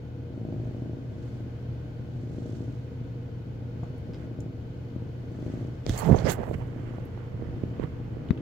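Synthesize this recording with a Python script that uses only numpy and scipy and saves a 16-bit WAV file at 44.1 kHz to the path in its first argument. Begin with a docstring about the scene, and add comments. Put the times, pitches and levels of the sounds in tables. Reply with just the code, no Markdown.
"""A quiet living room, a cat on a lap, a hand-held phone's stereo microphone close to the cat.
The room rumbles and an appliance hums behind; small things tap and clink nearby. Fur and clothing brush
about and once drag right over the microphone ports, and bumps and snaps come through the phone's case.
Up close the cat purrs: its larynx shuts and reopens about 27 times a second, heard through throat and
chest, and the purr swells every second or two."""
import sys
import numpy as np
from scipy import signal
from scipy.fft import rfft, irfft, next_fast_len
from scipy.io import wavfile
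from scipy.ndimage import map_coordinates

SR = 44100
rng = np.random.default_rng(int(sys.argv[2]) if len(sys.argv) > 2 else 0)


def pcm_store(signal):
    """Save signal as 16-bit PCM."""
    levels = np.round(np.clip(np.atleast_2d(signal), -1, 1) * 32767)
    wavfile.write(sys.argv[1], SR, levels.astype(np.int16).T)


N = 370878
TIME = np.arange(N) / SR
DRAG_PORT_PAN_DB = -15.5  # every pan is left minus right: the cloth lies on the right port


def amp(db):
    return 10 ** (np.asarray(db) / 20)


def unit(x):
    return x / np.sqrt(np.mean(x ** 2) + 1e-20)


def bell(t, width):
    """A smooth rise and fall that peaks at t = 0."""
    return np.exp(-.5 * (t / width) ** 2)


def stroke(s, half):
    """Gain of a stroke that swells and fades around time s."""
    return np.exp(-.5 * np.abs((TIME - s) / half) ** 1.5)


def along(points, hz):
    """Read (frequency [Hz], value) points along a log axis."""
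    f, v = np.transpose(points)
    return np.interp(np.log(hz + 1), np.log(f + 1), v)


def wobble(rate):
    """A smooth random curve, rate knots a second."""
    return map_coordinates(rng.standard_normal(int(N * rate / SR) + 4), [TIME * rate])


def filtered(x, response):
    """x through a response given as a function of frequency."""
    m = next_fast_len(x.shape[-1] + 8192)
    return irfft(rfft(x, m) * response(np.fft.rfftfreq(m, 1 / SR)), m)[..., :x.shape[-1]]


def panned(pan_db):
    """Left and right gains of mean power 1."""
    return unit(amp([[pan_db / 2], [-pan_db / 2]]))


def impulse(spectrum, size=4096):
    """Minimum-phase pulse of peak 1 with the given spectrum."""
    cepstrum = irfft(np.log(amp(along(spectrum, np.fft.rfftfreq(size, 1 / SR)))))
    cepstrum[1:size // 2] *= 2
    cepstrum[size // 2 + 1:] = 0
    response = irfft(np.exp(rfft(cepstrum)))
    return response / np.abs(response).max()


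def add(track, s, sound):
    """Mix a sound in from time s."""
    part = track[..., round(s * SR):][..., :sound.shape[-1]]
    part += sound[..., :part.shape[-1]]


def room_echo(x, t60, wet_db):
    """Walls and furniture answer differently at each port."""
    t = np.arange(SR // 2) / SR
    tail = rng.standard_normal((2, len(t))) * amp(-60 * t / t60) * (t > .004)
    tail /= np.linalg.norm(tail[0])
    return amp(wet_db) * signal.fftconvolve(x[None], tail, axes=1)[:, :N]


def near_reflections(x, decay_s, depth_db):
    """Surfaces close to the microphone ripple the mids and treble, differently at each port."""
    t = np.arange(SR // 25) / SR
    tail = rng.standard_normal((2, len(t))) * np.exp(-t / decay_s)
    tail *= amp(depth_db) / np.linalg.norm(tail[0])
    echoes = signal.fftconvolve(x, tail, axes=1)[:, :N]
    return x + filtered(echoes, lambda hz: hz ** 2 / (hz ** 2 + 500 ** 2))


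def living_room(mains_hz=60.03):
    """Room tone: rumble and hiss, and an appliance that whirs and hums at twice the mains frequency."""
    # spectrum of the room's air: (frequency [Hz], relative level [dB])
    air_spectrum = [(12, -47), (20, -19), (65, -10.5), (101, -3.5), (126, -2.5), (192, -15), (268, -11.5),
                    (326, -17.5), (480, -19.5), (732, -28.5), (1380, -37.5), (1530, -36.5), (1760, -41.5),
                    (2300, -42.5), (3120, -43.5), (6280, -55), (8770, -61.5), (15800, -63.5)]
    # how alike the two ports hear it: (frequency [Hz], correlation [0..1])
    likeness = [(60, 0.97), (130, 1), (290, 1), (640, 0.22), (1400, 0.011), (15000, 0.065)]
    # narrow whirs of the appliance: (centre [Hz], width [Hz], level [dB])
    whirs = [(270, 7, -57), (479, 11, -58.5)]

    def mid_and_side(hz):
        angle = np.arccos(np.clip(along(likeness, hz), -1, 1)) / 2
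        return amp(along(air_spectrum, hz)) * [np.cos(angle), np.sin(angle)]

    mid, side = filtered(rng.standard_normal((2, N)), mid_and_side)
    air = amp(-40.5 + .6 * wobble(3)) * unit(np.array([mid + side, mid - side]))
    hum = amp(-40.5 + 1.3 * wobble(2.49)) * unit(np.sin(2 * np.pi * 2 * mains_hz * TIME))
    whir = sum(amp(db) * unit(filtered(rng.standard_normal(N), lambda hz: bell(hz - centre, width)))
               for centre, width, db in whirs)
    return (air + hum + whir) * panned(0.79)


def clinks(decay_s=.0045):
    """A small hard object in the room: every touch rings the same few modes through a soft scrape."""
    # touches on the object: (time [s], level [dB])
    touches = [(4.135, -54.5), (4.144, -53.5), (4.156, -62)]
    # its modes: (frequency [Hz], relative level [dB])
    modes = [(2080, -6), (2573, -8.5), (3219, -2.5), (5030, 0.5), (5663, -16), (7547, -19)]
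    out, t = np.zeros(N), np.arange(SR // 10) / SR
    for s, db in touches:
        ring = sum(amp(level + rng.normal(0, 1.5)) * np.sin(2 * np.pi * hz * t) for hz, level in modes)
        scrape = unit(filtered(rng.standard_normal(len(t)), lambda hz: 1 / (1 + (hz / 5500) ** 6)))
        add(out, s, amp(db) * (amp(-1.5) * ring + scrape) * np.exp(-t / decay_s))
    return out + room_echo(out, t60=.13, wet_db=-3)


def taps(decay_s=.0035):
    """Things nearby tap and tick: each light contact rings one mode over a brief burst of noise."""
    # light contacts: (time [s], level [dB], ring [Hz], pan [dB])
    contacts = [(3.833, -24.5, 690, 3), (3.836, -54.5, 6800, 2), (3.98, -55.5, 9600, 0),
                (4.404, -40.5, 7120, 3), (5.977, -22.5, 7200, -5), (5.9905, -26, 9730, -2),
                (7.053, -46, 12500, 18), (8.2865, -42, 2920, -2), (8.375, -41, 2680, 3)]
    out, t = np.zeros((2, N)), np.arange(SR // 10) / SR
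    for s, db, ring_hz, pan_db in contacts:
        ring = np.sin(2 * np.pi * ring_hz * t) * np.exp(-t * ring_hz / 45)
        band = lambda hz: 1 / (1 + (1.6 * (hz / ring_hz - ring_hz / (hz + 1))) ** 2)
        burst = unit(filtered(rng.standard_normal((2, len(t))), band))
        envelope = np.exp(-t / decay_s) * (1 - np.exp(-2 * t * ring_hz))
        add(out, s, amp(db) * panned(pan_db) * (amp(-7) * ring + amp(-10.5) * burst) * envelope)
    return out + room_echo(out.mean(0), t60=.1, wet_db=-5)


def snaps(crack_decay_s=.0005, ring_decay_s=.0016):
    """Something catches on the phone's edge: a bright crack about a millisecond long, a brief ring."""
    # catches on the edge: (time [s], level [dB], ring [Hz], pan [dB])
    catches = [(5.8653, -26.5, 2300, -10.5), (5.877, -38.5, 1900, -10), (5.8949, -19.5, 3480, -10.5),
               (6.621, -47, 2100, -7)]
    # spectrum of the crack: (frequency [Hz], relative level [dB])
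    spectrum = [(200, -12), (1000, 2), (2200, 5), (3500, 5), (5000, 3), (7000, 3.5), (9000, -11),
                (15000, -23)]
    out, t = np.zeros((2, N)), np.arange(SR // 50) / SR
    for s, db, ring_hz, pan_db in catches:
        noise = unit(filtered(rng.standard_normal((2, len(t))), lambda hz: amp(along(spectrum, hz))))
        crack = noise * np.exp(-t / crack_decay_s)
        ring = np.sin(2 * np.pi * ring_hz * t) * np.exp(-t / ring_decay_s)
        add(out, s, amp(db) * panned(pan_db) * (amp(-3.5) * crack + amp(-8) * ring))
    return out


def bumps():
    """Handling noise: a damped thud, deeper for a broad contact; a hard one clicks and rings the case."""
    # bumps on the phone: (time [s], thud peak [dB], thud pitch [Hz], hardness [dB], pan [dB])
    blows = [(3.829, -33, 130, -45, 1), (4.962, -22.5, 181, -47, 7), (5.865, -21.5, 343, -29, 20),
             (5.8948, -17.5, 193, -22, -2), (5.9007, -18, 73.5, -50, -4), (6.097, -11, 190, -38, -14),
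             (6.113, -6.5, 148, -42, -13), (6.127, -5, 149, -40, -17), (6.15, -15.5, 115, -44, -12),
             (6.243, -15.5, 105, -47, -12), (6.391, -22, 376, -30, -20), (6.403, -22.5, 190, -36, -17),
             (6.434, -22.5, 514, -34, -19), (6.512, -18, 350, -41, -25), (6.553, -24.5, 96, -40, -10),
             (6.984, -31, 450, -28, -18), (7.176, -32.5, 510, -24, -17), (7.423, -24, 280, -30, -21),
             (7.636, -18, 252, -38, -29), (7.797, -18, 298, -30, -29), (7.837, -23, 223, -22.5, -21),
             (8.169, -25, 267, -44, -14), (8.3065, -8.5, 140, -25, 13), (8.3126, -20.5, 230, -49, 17)]
    # spectrum of the thud: (frequency [multiple of its pitch], relative level [dB])
    thud_spectrum = [(.1, -22), (.5, -2.5), (1, 2.5), (1.7, -2.5), (3, -24.5), (10, -50.5), (60, -94)]
    # spectrum of the click: (frequency [Hz], relative level [dB])
    click_spectrum = [(300, -12), (1400, 11.5), (3700, -9), (5500, -33), (7500, -40.5), (15000, -40)]
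    # modes of the phone's case: (frequency [Hz], relative level [dB], decay [s])
    case_modes = [(1150, -11, 0.0018), (1940, 2.5, 0.0013), (2430, -7.5, .002), (3490, -9, 0.0031),
                  (3780, -10.5, 0.0051), (6300, -28, .002)]
    out, t = np.zeros((2, N)), np.arange(SR // 20) / SR
    ring = sum(amp(db) * np.sin(2 * np.pi * hz * t) * np.exp(-t / decay) for hz, db, decay in case_modes)
    click = amp(3.5) * impulse(click_spectrum)[:len(t)] + amp(-1) * ring
    for s, db, thud_hz, hard_db, pan_db in blows:
        blow = -amp(db) * panned(pan_db)
        thud = impulse([(multiple * thud_hz, level) for multiple, level in thud_spectrum])
        add(out, s, blow * thud)
        add(out, s + .0005, blow * amp(hard_db) * click)
    return out


def friction(spectrum, grain_rate, grain_db, alike):
    """Fibres catch and slip in clumps; the two ports share the fraction alike of the power."""
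    slips = rng.standard_normal((3, N)) * amp(grain_db * wobble(grain_rate))
    pair = np.sqrt(alike) * slips[2] + np.sqrt(1 - alike) * slips[:2]
    return unit(filtered(pair, lambda hz: amp(along(spectrum, hz))))


def brushes(rumble, scuff, scrape, hiss, fizz):
    """Fur and cloth brush near the phone: a firm brush is dull and rumbles, a light one hisses more."""
    # strokes: (time [s], half length [s], level [dB], firmness [dB], pan [dB])
    strokes = [(0.65, 0.21, -73, -5, 0), (1.283, 0.1, -68, -5.5, 0), (2.482, 0.18, -65.5, -6.5, -6.5),
               (4.214, .04, -61, 0, -2.5), (5.53, 0.14, -61.5, -3.5, -0.5), (6.866, 0.13, -58.5, 2, -11),
               (7.205, 0.044, -66.5, 2, -11), (7.44, 0.053, -68, 10.5, -17), (7.833, 0.012, -50, 5.5, -20),
               (8.089, 1, -61.5, 5, -4)]
    out = np.zeros((2, N))
    for s, half, db, firm_db, pan_db in strokes:
        low = amp(7.5 + 2 * firm_db) * rumble + amp(4 + firm_db) * scuff
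        high = amp(-11.5 - 1.9 * firm_db) * hiss + amp(-19.5 - .7 * firm_db) * fizz
        out += amp(db) * stroke(s, half) * panned(pan_db) * (low + scrape + high)
    return out


def scratches():
    """Coarse threads catch on the port in short, grainy surges, each through a resonance of its own."""
    # surges: (time [s], half length [s], level [dB], resonance [Hz], width [Hz])
    surges = [(5.9, 0.023, -51.5, 3450, 500), (5.922, .015, -54.5, 6840, 1500),
              (5.992, .014, -50, 4450, 250), (5.995, .007, -43.5, 7400, 600), (6.045, .016, -58, 6400, 347),
              (6.124, .01, -42.5, 1480, 900), (6.169, .007, -53, 6350, 600),
              (6.187, 0.0024, -43.5, 3900, 1000), (6.204, .006, -50.5, 6400, 700),
              (6.2, .008, -53, 4600, 600), (6.234, .002, -50, 5200, 1800), (6.264, .012, -42, 5000, 600),
              (6.291, .012, -35, 1900, 350), (6.301, 0.0083, -39.5, 7200, 900),
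              (6.408, 0.017, -52.5, 1490, 796), (6.435, 0.0055, -42, 1300, 700),
              (6.481, 0.014, -50, 1300, 600), (6.543, .002, -51, 5700, 2000),
              (6.547, 0.0037, -47, 1900, 900)]
    out, t = np.zeros((2, N)), np.arange(-SR // 8, SR // 8) / SR
    grain = amp(4.5 * wobble(500))
    for s, half, db, centre_hz, width_hz in surges:
        slips = rng.standard_normal((2, len(t))) * grain[round(s * SR):][:len(t)]
        threads = unit(filtered(slips, lambda hz: 1 / (1 + 1j * (hz - centre_hz) / width_hz) ** 2))
        add(out, s + t[0], amp(db) * bell(t, half) * threads)
    return out * panned(DRAG_PORT_PAN_DB)


def pocket(centre_hz, low_edge_hz=224):
    """Scuffing through the air pocket under the cloth, whose broad resonance moves as the cloth shifts."""
    slips = friction([(100, 0), (5000, 0)], grain_rate=310, grain_db=3, alike=.12)
    hz, frame_s, spectra = signal.stft(slips, SR, nperseg=512)
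    ratio = hz[:, None] / np.interp(frame_s, TIME, centre_hz)
    low_cut = hz ** 2 / (hz ** 2 + low_edge_hz ** 2)
    gain = low_cut[:, None] / ((1 - ratio ** 2) ** 2 + ratio ** 2)
    gain /= np.linalg.norm(gain, axis=0)
    _, scuff = signal.istft(spectra * gain, SR, nperseg=512)
    return unit(scuff[:, :N])


def judder(slip_hz=160, unevenness=.14):
    """The cloth sticks and lets go in a quick, uneven run of low pulses."""
    # spectrum of one slip: (frequency [Hz], relative level [dB])
    spectrum = [(60, -12), (120, -1), (190, 5.5), (280, -15.5), (470, -8), (800, -29), (3000, -60.5)]
    cycles = np.cumsum(slip_hz * np.exp(unevenness * wobble(70))) / SR
    slips = np.diff(np.floor(cycles), prepend=0) * amp(2 * wobble(120))
    pulses = signal.fftconvolve(slips - slips.mean(), -impulse(spectrum))[:N]
    return amp(-18) * stroke(s=6.095, half=.022) * unit(pulses)


def drag(rumble, scrape, hiss, fizz, land_s=.022, leave_s=.034):
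    """Cloth drags over the right port: pressure rumbles, speed scrapes, and the air pocket scuffs."""
    # course of the drag:
    # (time [s], pressure [dB], scuff [dB], pocket resonance [Hz], sliding speed [dB], hiss [dB])
    course = [(5.905, -28.5, -36, 500, -50, -49), (5.945, -34, -40, 593, -44.5, -47),
              (5.975, -40, -39.5, 900, -39, -52), (6.026, -34, -33.5, 900, -43, -51.5),
              (6.07, -31, -31, 644, -41.5, -52.5), (6.106, -25, -23.5, 540, -48, -55.5),
              (6.138, -24, -24, 694, -46, -56.5), (6.164, -25, -32, 640, -44, -53),
              (6.195, -31, -33, 714, -42, -53), (6.235, -31, -35.5, 710, -44, -60),
              (6.25, -28, -28, 480, -39, -52), (6.266, -29, -21.5, 470, -35.5, -48.5),
              (6.299, -25.5, -28, 690, -32.5, -37), (6.329, -31, -34.5, 700, -37.5, -49),
              (6.365, -42, -45.5, 900, -51, -68), (6.398, -32, -30, 623, -51, -69),
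              (6.455, -42, -45, 890, -53, -74), (6.475, -39, -33.5, 596, -55, -72),
              (6.525, -38, -46, 594, -59, -73), (6.544, -31, -31.5, 700, -39, -55.5),
              (6.558, -36, -52, 500, -62, -81), (6.59, -49, -47.5, 600, -66, -75),
              (6.615, -47, -43.5, 950, -51, -74), (6.655, -50, -56, 600, -73, -90)]
    times, *controls = np.transpose(course)
    pressure_db, scuff_db, pocket_hz, speed_db, hiss_db = (np.interp(TIME, times, c) for c in controls)
    outside_s = TIME - np.clip(TIME, times[0], times[-1])
    contact = bell(outside_s, np.where(TIME < times[0], land_s, leave_s))
    through_case = amp(pressure_db - 1.5) * rumble
    at_port = (judder() + amp(scuff_db) * pocket(pocket_hz) + amp(speed_db - 3.5) * scrape
               + amp(hiss_db - .5) * hiss + amp(hiss_db - 12) * fizz)
    return contact * (through_case * panned(-8.5) + at_port * panned(DRAG_PORT_PAN_DB))


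def swishes(fizz):
    """Hairs flick across the right port."""
    # flicks: (time [s], half length [s], level [dB])
    flicks = [(5.992, 0.012, -41.5), (6.065, 0.032, -57.5), (6.32, 0.012, -35.5), (6.506, 0.072, -67.5)]
    return sum(amp(db) * stroke(s, half) for s, half, db in flicks) * fizz * panned(-12)


def rubbing():
    """The same fur and cloth make the light brushes and the one heavy drag."""
    # five bands that rubbing excites, low to high: (frequency [Hz], relative level [dB])
    rumble_band = [(15, -10.5), (50, 0), (110, 1), (185, -2), (280, -20.5), (700, -38), (2000, -87)]
    scuff_band = [(100, -41.5), (280, 5.5), (470, 5.5), (650, -3), (850, -5), (1200, -10), (2000, -32),
                  (5000, -67)]
    scrape_band = [(500, -37.5), (1050, 4), (1350, 6.5), (1900, 3), (2400, -1), (3200, -5.5), (4200, -31),
                   (6000, -44), (12000, -61.5)]
    hiss_band = [(2000, -20), (3200, 3.5), (4900, 0), (5700, .5), (7000, -1), (8300, -5.5), (9800, -7.5),
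                 (15500, -36)]
    fizz_band = [(4000, -37), (7300, 0), (8700, -4), (11200, -4), (13000, -5.5), (15500, -7)]
    rumble = friction(rumble_band, grain_rate=200, grain_db=3, alike=.84)
    scuff = friction(scuff_band, grain_rate=310, grain_db=3, alike=.23)
    scrape = friction(scrape_band, grain_rate=360, grain_db=2.5, alike=.072)
    hiss = friction(hiss_band, grain_rate=160, grain_db=2, alike=.038)
    fizz = friction(fizz_band, grain_rate=910, grain_db=3, alike=.21)
    on_microphone = drag(rumble, scrape, hiss, fizz) + swishes(fizz) + scratches()
    return on_microphone + brushes(rumble, scuff, scrape, hiss, fizz)


def larynx(times, sizes, spectrum, reopen_db, reopen_s, scatter_db, jitter_s):
    """The larynx snaps shut once a cycle and opens again, more softly, about half a cycle later."""
    chance = rng.standard_normal((len(times), 4))
    when = times[:, None] + [0, reopen_s] + jitter_s * chance[:, :2] * [1, 2]
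    size = sizes[:, None] * amp(np.array([0, reopen_db]) + scatter_db * chance[:, 2:])
    inside = (when >= 0) & (when < N / SR)
    train = np.bincount((when[inside] * SR).astype(int), size[inside], N)
    return -signal.fftconvolve(train, impulse(spectrum))[:N]


def soft_purr(swells, beat_hz=27.53, wander_hz=1.3, lull_db=4, lull_lag_s=.24):
    """The chest purrs softly and gives way during and just after a swell, most for the strongest."""
    # one beat heard through the chest: (frequency [Hz], relative level [dB])
    chest = [(15, -33.5), (40, -18.5), (80, 3), (140, 2.5), (195, -4.5), (265, -2), (420, -14.5), (480, -5),
             (570, -24), (900, -37), (2000, -52), (8000, -87)]
    strongest_db = max(db for *_, db in swells)
    lull = sum(amp(db - strongest_db) * bell(TIME - s - lull_lag_s, .3) for s, *_, db in swells)
    level_db = -33.5 - lull_db * lull + .2 * wobble(3.2)
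    cycles = np.cumsum(beat_hz + wander_hz * wobble(2)) / SR
    times = np.interp(np.arange(int(cycles[-1]) + 1), cycles, TIME)
    sizes = amp(np.interp(times, TIME, level_db))
    return larynx(times, sizes, chest, reopen_db=-2.5, reopen_s=.01351, scatter_db=3, jitter_s=.0006)


def firm_purr(swells, beat_hz=27, alternate_db=3.5, rattle_hz=724):
    """The throat purrs in swells and rattles more brightly in the first, while it is wide open."""
    # one beat heard through the throat: (frequency [Hz], relative level [dB])
    throat = [(15, -19), (40, -13.5), (80, -1.5), (120, 5), (190, -2.5), (270, 0.5), (370, -3.5),
              (450, -18), (600, -13.5), (740, -24), (850, -31.5), (1050, -44.5), (3000, -54), (8000, -72)]
    offset_s = np.arange(-24, 25) / beat_hz
    times = np.concatenate([s + offset_s for s, *_ in swells])
    lilt = amp(alternate_db / 2 * np.cos(np.pi * offset_s * beat_hz))  # strong and weak beats alternate
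    sizes = np.concatenate([amp(db) * lilt * bell(offset_s, np.where(offset_s < 0, rise, fall))
                            for _, rise, fall, db in swells])
    beats = larynx(times, sizes, throat, reopen_db=-7, reopen_s=.0175, scatter_db=2, jitter_s=.0004)
    rattle = filtered(beats, lambda hz: bell(hz - rattle_hz, width=79))
    wide_open = bell(TIME - .54, width=.3)
    return beats + amp(-2.5) * wide_open * rattle


def purr(left_lead_s=.00017):
    """The cat, close and a little left: firm swells alternate with a softer purr, and the room answers."""
    # swells of the purr: (time of the peak [s], rise [s], fall [s], level [dB])
    swells = [(0.5992, 0.21, 0.35, -23.5), (1.405, 0.21, 0.068, -31.5), (2.532, 0.32, 0.15, -25),
              (4.388, 0.28, 0.09, -28), (5.537, 0.17, 0.13, -22.5), (6.835, 0.17, 0.19, -29),
              (7.637, 0.15, 0.14, -29), (8.405, 0.16, .1, -25.5)]
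    firm, soft = firm_purr(swells), soft_purr(swells)
    port_delays = lambda hz: np.exp(1j * np.pi * hz * left_lead_s * np.array([[1], [-1]]))
    direct = filtered(firm + soft, port_delays) * panned(1.7)
    return direct + room_echo(firm, t60=.2, wet_db=-8.5) + room_echo(soft, t60=.29, wet_db=-7.5)


def scene():
    """The cat up close, the handling at the microphone and the room behind them."""
    fur_and_cloth = near_reflections(rubbing(), decay_s=.006, depth_db=-14)
    room_tone = near_reflections(living_room(), decay_s=.0092, depth_db=-4.5)
    return purr() + fur_and_cloth + bumps() + snaps() + taps() + clinks() + room_tone


def record(dry, ceiling=.92, top_hz=15800):
    """The ports colour everything; the phone rounds off the hardest peaks and cuts the highest treble."""
    # narrow peaks and dips of the microphone ports and case: (centre [Hz], width [Hz], gain [dB])
    ports = [(857, 5.3, 3), (1300, 160, -1), (2040, 100, 2.5), (3200, 320, 0.5), (4400, 100, 3),
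             (6120, 340, -1.5), (6310, 180, 5), (8780, 590, -7), (9600, 220, -0.5), (10690, 600, -5)]
    colour = lambda hz: amp(sum(db * np.exp(-((hz - centre) / width) ** 2) for centre, width, db in ports))
    heard = filtered(dry, colour)
    rounded = heard / (1 + np.abs(heard / ceiling) ** 6) ** (1 / 6)
    return filtered(rounded, lambda hz: hz < top_hz)


dry = scene()
out = record(dry)
pcm_store(out)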